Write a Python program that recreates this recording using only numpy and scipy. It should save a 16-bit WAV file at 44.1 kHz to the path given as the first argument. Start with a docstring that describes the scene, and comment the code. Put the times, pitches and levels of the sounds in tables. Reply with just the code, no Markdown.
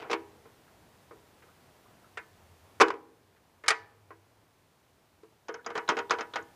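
"""Close to the microphone, the arms of a steel luggage rack scrape along a motorcycle's posts.
The rack knocks and slams home, the latch snaps shut, then the rack is rocked to test it.
Every contact rings the same tube frame, and small parts chink. Nearby walls echo; behind them lies
a quiet street with far traffic. The first overload turns the recorder down for about three seconds."""
import sys
import numpy as np
from scipy import signal
from scipy.fft import next_fast_len
from scipy.io import wavfile
from scipy.ndimage import uniform_filter1d

SR = 44100
rng = np.random.default_rng(int(sys.argv[2]) if len(sys.argv) > 2 else 0)


def digitize_waveform(pressure):
    """Quantize a signal to 16-bit integers and store it at the path in sys.argv[1].

    Rows of a 2-D input are taken as channels; values are limited to [-1, 1].
    """
    field = np.atleast_2d(pressure).T
    bounded = np.clip(field, -1, 1)
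    quanta = np.round(bounded * 32767).astype(np.int16)
    wavfile.write(sys.argv[1], SR, quanta)


N = 289251

# distant street and microphone hiss: f/Hz, density/dB
STREET_SPECTRUM = [(15, -43.5), (25, -19.5), (91, -1.5), (246, -7.5), (378, -7), (552, -9.5), (614, -8),
                   (997, -10), (1110, -11.5), (1200, -13.5), (1410, -14), (2120, -17.5), (7500, -26),
                   (14300, -28.5), (15500, -29.5)]
# far vehicles: loudest at t/s, level/dB, f/Hz, time to half amplitude/s
VEHICLES = [(.2, -74, 91, .9), (2.6, -65, 88.9, 0.33), (4.1, -61, 102, .3), (6.3, -74.5, 97.6, 0.65)]
# echo of the nearby walls: f/Hz, t60/s
WALL_T60 = [(100, .55), (450, 1), (1000, 0.5), (2000, .45), (6000, 0.29), (12000, .22)]
# faint clinks of small parts as the rack is handled: t/s, level/dB, f/Hz
CLINKS = [(.675, -64, 1430), (1.486, -61.5, 1320), (1.858, -59.5, 1130), (2.042, -60.5, 1420),
          (5.59, -47, 1520), (6.425, -62.5, 6350)]
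# modes of the latch plate, shaken at each stop: f/Hz, level/dB
PLATE_MODES = [(5100, -3), (5850, -6), (6550, -5)]
# clear modes of the tube frame: f/Hz, t60/s, knocked/dB, latched/dB, rocked or sliding/dB
FRAME_MODES = [(264, 0.79, -27.5, -34, -31.5), (312, 0.54, -26.5, -28, -32), (331.9, 0.4, -22.5, -22, -23),
               (405.4, 0.3, -26.5, -28.5, -26.5), (443, 0.14, -23, -23.5, -22.5),
               (474.6, 0.29, -24.5, -23, -19.5), (605, 0.12, -29, -22, -22.5),
               (675.5, 0.16, -23.5, -28, -19.5), (784, 0.078, -29, -23.5, -19),
               (821, 0.71, -30.5, -34, -31.5), (947, 0.22, -30.5, -26.5, -19),
               (972, 0.38, -25.5, -21, -22.5), (1045, 0.075, -17, -29, -24), (1076, 0.19, -25, -28, -29),
               (1134.4, 0.18, -34, -30.5, -32), (1242, .19, -25.5, -25, -26), (1333, 0.12, -23.5, -26, -24),
               (1386, .16, -28, -28, -44), (1467, 0.13, -26.5, -34.5, -20.5), (1520, 0.23, -22, -23.5, -27),
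               (1630, .18, -24.5, -26.5, -32), (1688, 0.28, -30.5, -28.5, -31),
               (1750, 0.4, -38, -28.5, -30), (1803, 0.078, -29, -30, -34), (1940, 0.18, -25, -21, -22.5),
               (2125, .2, -26.5, -23, -23.5), (2234, 0.14, -23, -22, -22), (2445, 0.12, -25.5, -17.5, -36),
               (2570, 0.1602, -26.5, -26.5, -24), (2944, 0.16, -25, -29, -24),
               (3141, 0.086, -28.5, -25.5, -19), (5078, .08, -24.5, -27.5, -26),
               (7100, 0.078, -22.5, -14, -26)]
KNOCKED, LATCHED, RUBBED = 2, 3, 4  # its level columns
# crowded, damped modes of rack and bike: f/Hz, t60/s
CLATTER_T60 = [(100, 0.061), (400, 0.098), (1200, 0.12), (2400, .1), (4000, 0.057), (7000, .05),
               (14000, 0.037)]
# colour of each kind of contact at the microphone: f/Hz, gain/dB
SLIDE_COLOUR = [(70, -42), (200, -21.5), (310, -7), (460, -2), (560, -14.5), (700, -9), (1000, -11),
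                (1500, -13), (1900, -18.5), (2300, -14.5), (3500, -23), (6000, -32), (9500, -48.5),
                (15500, -64)]
KNOCK_COLOUR = [(40, -40), (90, -27.5), (150, -25.5), (240, -20.5), (330, -9), (450, -4), (580, -10.5),
                (820, -8), (1050, -3.5), (1550, -10), (2300, -13), (3000, -20), (6500, -30), (15500, -62)]
LATCH_COLOUR = [(70, -40), (200, -33.5), (330, -19.5), (440, -8), (550, -14), (780, -11), (1300, -5),
                (2000, -5.5), (2900, -11.5), (5000, -15), (7000, -18.5), (10500, -27.5), (12000, -41.5),
                (15500, -51.5)]
ROCK_COLOUR = [(70, -39), (180, -17), (300, -10), (450, -3.5), (600, -11), (950, -5.5), (1400, -2),
               (2000, -10), (3000, -16.5), (4400, -22.5), (6400, -26.5), (7800, -37), (11000, -49.5),
               (15500, -69)]
# the arms scraping along the posts: t/s, slip level/dB, treble/dB
SCRAPE_CURVE = [(0, -49.5, 2.5), (0.057, -50.5, -26), (.09, -58, -6), (0.107, -39.5, 14), (.145, -43, -9)]
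# the arms catching as they slide: t/s, level/dB, bass/dB, treble/dB
SNAGS = [(.021, -46, -5, -1), (.097, -35.5, 4.5, -19), (.111, -35, 5, 3.5), (.130, -27.5, -4, 2.5)]
# single knocks and rebounds on the posts: t/s, level/dB, bass/dB, treble/dB
KNOCKS = [(0.454, -59, 10, -16), (1.108, -51.5, 10, -37), (2.882, -37.5, -4.5, 5.5), (2.903, -26, 1.5, -4),
          (2.938, -43.5, 10, -3), (4.105, -43, 2.5, -14), (5.232, -57.5, 14.5, 5)]
# the latch ticking and snapping shut: t/s, level/dB, bass/dB, treble/dB
LATCH_SNAPS = [(1.42, -59, 8.5, -17), (2.172, -37, 2, -9), (3.36, -62, -4.5, -19.5), (3.637, -39, 7.5, -16),
               (3.660, -39.5, -7.5, -9.5), (3.681, -17, -5.5, 7.5), (3.704, -16.5, -2, -5)]
# the latched rack tapping loosely in its play: t/s, level/dB, bass/dB, chink/dB
TAPS = [(5.483, -38, -6, -49.5), (5.490, -36.5, 10, -67), (5.541, -37, 0, -45), (5.702, -35.5, 3.5, -62)]
# pushes on the front stop: t/s, level/dB, bass/dB, treble/dB, chink/dB, pin tick's lead/s, tick/dB
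PUSHES = [(5.662, -31, 1, -9, -36.5, 0.016, -53), (5.889, -23, -1.5, 3, -36, 0.011, -43.5),
          (6.107, -23, -3.5, 2.5, -33.5, 0.011, -42.5), (6.357, -31, -2, 0.5, -45.5, 0.021, -43.5)]
# pulls back through the play: t/s, level/dB, drag/s, chink/dB
PULLS = [(5.753, -33, .023, -48), (5.968, -32, .020, -47.5), (6.185, -35.5, .023, -45)]


def amp(db):
    """Decibels to gain."""
    return 10 ** (np.asarray(db) / 20)


def unit_rms(x):
    """Scales to rms 1."""
    return x / np.sqrt(np.mean(x ** 2) + 1e-20)


def curve_at(points, hz):
    """Reads a table along a logarithmic frequency axis."""
    f, value = np.transpose(points)
    return np.interp(np.log(hz + 1), np.log(f + 1), value)


def add(mix, s, sound):
    """Mixes a sound in at time s."""
    part = mix[max(round(s * SR), 0):][:len(sound)]
    part += sound[:len(part)]


def coloured(x, points):
    """Filters by a curve of f/Hz, gain/dB, with minimum phase so that attacks stay sharp."""
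    size = next_fast_len(len(x) + SR // 10)
    log_gain = np.log(amp(curve_at(points, abs(np.fft.fftfreq(size, 1 / SR)))))
    response = np.exp(np.conj(signal.hilbert(log_gain)))
    return np.fft.ifft(np.fft.fft(x, size) * response).real[:len(x)]


def dying_noise(t60s, size):
    """Noise whose bands hold equal energy and die at their own speeds; total energy 1."""
    hz, t, bands = signal.stft(rng.standard_normal(size), SR, nperseg=128)
    t60 = curve_at(t60s, hz)[:, None]
    fading = bands * np.exp(-np.log(1000) * t / t60) / np.sqrt(t60)
    tail = signal.istft(fading, SR)[1][:size]
    return tail / np.linalg.norm(tail)


def street(level_db=-61, waver_db=0.67, split_hz=2000):
    """Steady microphone hiss above the distant wash of the street, which wavers slightly."""
    noise = amp(level_db) * unit_rms(coloured(rng.standard_normal(N), STREET_SPECTRUM))
    wash = signal.sosfiltfilt(signal.butter(2, split_hz, fs=SR, output="sos"), noise)
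    drift = unit_rms(uniform_filter1d(uniform_filter1d(rng.standard_normal(N), SR // 10), SR // 20))
    return noise + wash * (amp(waver_db * drift) - 1)


def far_traffic(wobble_hz=7):
    """Each vehicle, far off, is a low, unsteady drone that swells and fades."""
    out, t = np.zeros(N), np.arange(N) / SR
    slow = signal.butter(2, wobble_hz, fs=SR, output="sos")
    for s, level_db, hz, half_s in VEHICLES:
        wobble = signal.sosfilt(slow, rng.standard_normal((2, N)))
        phase = 2 * np.pi * hz * t
        drone = unit_rms(wobble[0] * np.cos(phase) + wobble[1] * np.sin(phase))
        swell = 1 / (1 + ((t - s) / half_s) ** 2)
        out += amp(level_db) * swell * drone
    return out


def wall_echo(direct, delay_s=0.017, build_s=.012):
    """Nearby walls return a diffuse echo that reaches the microphone just after the direct sound."""
    t = np.arange(SR) / SR
    build = 1 - np.exp(-np.maximum(t - delay_s, 0) / build_s)
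    tail = dying_noise(WALL_T60, SR) * build
    tail = coloured(tail, [(100, 0.5), (400, -2.5), (2000, -7), (5000, -8), (12000, -11)])
    return signal.fftconvolve(direct, tail)[:N]


def chinks(rows, spread, cycles, tail_db=-20, tail_cycles=70):
    """Each small part rings in a cluster of close modes; the higher its pitch, the sooner it dies."""
    out, t = np.zeros(N), np.arange(SR // 5) / SR
    for s, level_db, hz in rows:
        band = signal.butter(3, [hz / (1 + spread), hz * (1 + spread)], "bandpass", fs=SR, output="sos")
        fade = np.exp(-t * hz / cycles) + amp(tail_db) * np.exp(-t * hz / tail_cycles)
        ring = signal.sosfilt(band, rng.standard_normal(len(t)) * fade)
        add(out, s, amp(level_db) * ring / np.std(ring[:SR // 150]))  # level of the attack
    return out


def frame_ring(column, size, scatter_db=2):
    """The tube frame's clear modes; where it is struck decides how strongly each one rings."""
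    modes, t = np.array(FRAME_MODES), np.arange(size) / SR
    hz, t60 = modes[:, :1], modes[:, 1:2]
    rings = np.sin(2 * np.pi * (hz * t + rng.random(hz.shape))) * np.exp(-np.log(1000) * t / t60)
    strength = amp(modes[:, column] + scatter_db * rng.standard_normal(len(modes)))
    return strength @ (rings / np.linalg.norm(rings, axis=1, keepdims=True))


def contacts(rows, colour, column, clatter_db, crack_db, crack_s, ring_db):
    """Steel on steel, close up: each contact is a brief crack, a dense clatter and the frame's ring."""
    out, size = np.zeros(N), SR // 2
    t = np.arange(size) / SR
    for s, level_db, bass_db, treble_db, rise_s in rows:
        crack = rng.standard_normal(size) * np.exp(-t / crack_s)
        crack = amp(crack_db) * crack / np.linalg.norm(crack)
        clatter = amp(clatter_db) * dying_noise(CLATTER_T60, size)
        held_db = np.clip((level_db + 60.5) / 2, -7, 0)  # under a light touch the hands damp the frame
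        ring = amp(ring_db + held_db) * frame_ring(column, size)
        attack = 1 - np.exp(-t / max(rise_s, 1 / SR))
        blow = coloured((crack + clatter + ring) * attack, colour)
        blow /= np.std(blow[:SR // 50])  # level of the first 20 ms, ahead of bass and treble
        hardness = [(150, 0.0034), (300, bass_db), (460, bass_db),
                    (800, 0.0025), (2000, 0.0038), (5500, treble_db)]
        add(out, s, amp(level_db) * coloured(blow, hardness))
    return out


def with_rise(rows, firm_rise_s, firm_db=-28.5, doubling_db=16):
    """Gives each contact its attack time: the lighter the touch, the slower it builds."""
    return [(s, level_db, bass_db, treble_db, firm_rise_s * 2 ** ((firm_db - level_db) / doubling_db))
            for s, level_db, bass_db, treble_db in rows]


def scrape(slip_s=.007, jitter=.25, rise_s=0.00057, bass_db=-0.5):
    """Stick and slip: a run of unevenly spaced small contacts, as strong as the arms are pressed."""
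    s, level_db, treble_db = np.transpose(SCRAPE_CURVE)
    slips = np.arange(s[0], s[-1], slip_s)
    slips += slip_s * jitter * rng.uniform(-1.014, 1, len(slips))
    return [(t, np.interp(t, s, level_db), bass_db, np.interp(t, s, treble_db), rise_s) for t in slips]


def bounces(s, level_db, bass_db, treble_db, count=3, gap_s=.0095, spread=1.55, loss_db=7):
    """After a push the rack settles in bounces, each later, weaker and duller than the last."""
    return [(s + gap_s * k ** spread, level_db - k * loss_db, bass_db + 4 * k, treble_db - 2 * k)
            for k in range(count)]


def rocking(pin_hz=3540):
    """The latched rack shaken to and fro: returns frame contacts, plate chinks and pin ticks."""
    hits, jolts, ticks = [], [], []  # hits: t/s, level/dB, bass/dB, treble/dB
    for s, level_db, bass_db, chink_db in TAPS:
        hits.append((s, level_db, bass_db, -2.5))
        jolts.append((s, chink_db))
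    for s, level_db, bass_db, treble_db, chink_db, lead_s, tick_db in PUSHES:
        hits.append((s - lead_s, tick_db + 2, 1, 2))  # the pin's tick carries into the frame
        hits += bounces(s, level_db, bass_db, treble_db)
        ticks.append((s - lead_s, tick_db, pin_hz))
        jolts.append((s, chink_db))
    for s, level_db, drag_s, chink_db in PULLS:
        hits += [(s, level_db, 0, 0),  # the arms touch,
                 (s + drag_s / 2, level_db - 5, 0, -1),  # drag
                 (s + drag_s, level_db + 0.5, 0, 0)]  # and catch
        jolts.append((s + drag_s, chink_db))
    plate = [(s, chink_db + mode_db, hz) for s, chink_db in jolts for hz, mode_db in PLATE_MODES]
    return hits, plate, ticks


def slam(start_s=2.8, count=5, step_s=.0047, crest_s=.013, crest_db=-16.5, swell_db=11,
         bass_db=1, treble_db=3.5):
    """The rack drops home in a quick volley of contacts that swells and dies away."""
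    return [(start_s + t, crest_db - swell_db * (t / crest_s - 1) ** 2, bass_db, treble_db)
            for t in step_s * np.arange(count)]


def scene():
    """One microphone by the motorcycle: the rack in front, walls around it, the street far behind."""
    rocks, plate, ticks = rocking()
    rack = contacts(with_rise(slam() + KNOCKS, firm_rise_s=.0009), KNOCK_COLOUR, KNOCKED,
                    clatter_db=-1.5, crack_db=0.5, crack_s=0.0037, ring_db=-1.5)
    rack += contacts(with_rise(LATCH_SNAPS, firm_rise_s=.0018), LATCH_COLOUR, LATCHED,
                     clatter_db=1.5, crack_db=-5, crack_s=0.0031, ring_db=-1.5)
    rack += contacts(with_rise(rocks, firm_rise_s=0.00093), ROCK_COLOUR, RUBBED,
                     clatter_db=2.5, crack_db=-2, crack_s=0.0024, ring_db=1)
    rack += chinks(plate, spread=.05, cycles=18) + chinks(ticks + CLINKS, spread=.15, cycles=24)
    rack += contacts(with_rise(SNAGS, firm_rise_s=0.00087) + scrape(), SLIDE_COLOUR, RUBBED,
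                     clatter_db=4, crack_db=1, crack_s=0.0021, ring_db=-.5)
    return (rack + amp(-14) * wall_echo(rack) + street() + far_traffic())[None]


def record(dry, overload_db=-18, duck_db=-5, lag_s=0.091, release_s=2.94, edge_hz=15400):
    """The recorder's gain steps down just after the first overload, holds and returns; then a low-pass."""
    overload = uniform_filter1d(dry[0] ** 2, SR // 100) > amp(overload_db) ** 2
    since_s = (np.arange(N) - np.argmax(overload)) / SR
    ducked = overload.any() & (since_s > lag_s) & (since_s < release_s)
    gain = amp(duck_db * uniform_filter1d(ducked * 1., SR // 50))
    lowpass = signal.firwin(511, edge_hz, window=("kaiser", 9), fs=SR)
    return signal.oaconvolve(dry * gain, lowpass[None], "same")


dry = scene()
out = record(dry)
digitize_waveform(out)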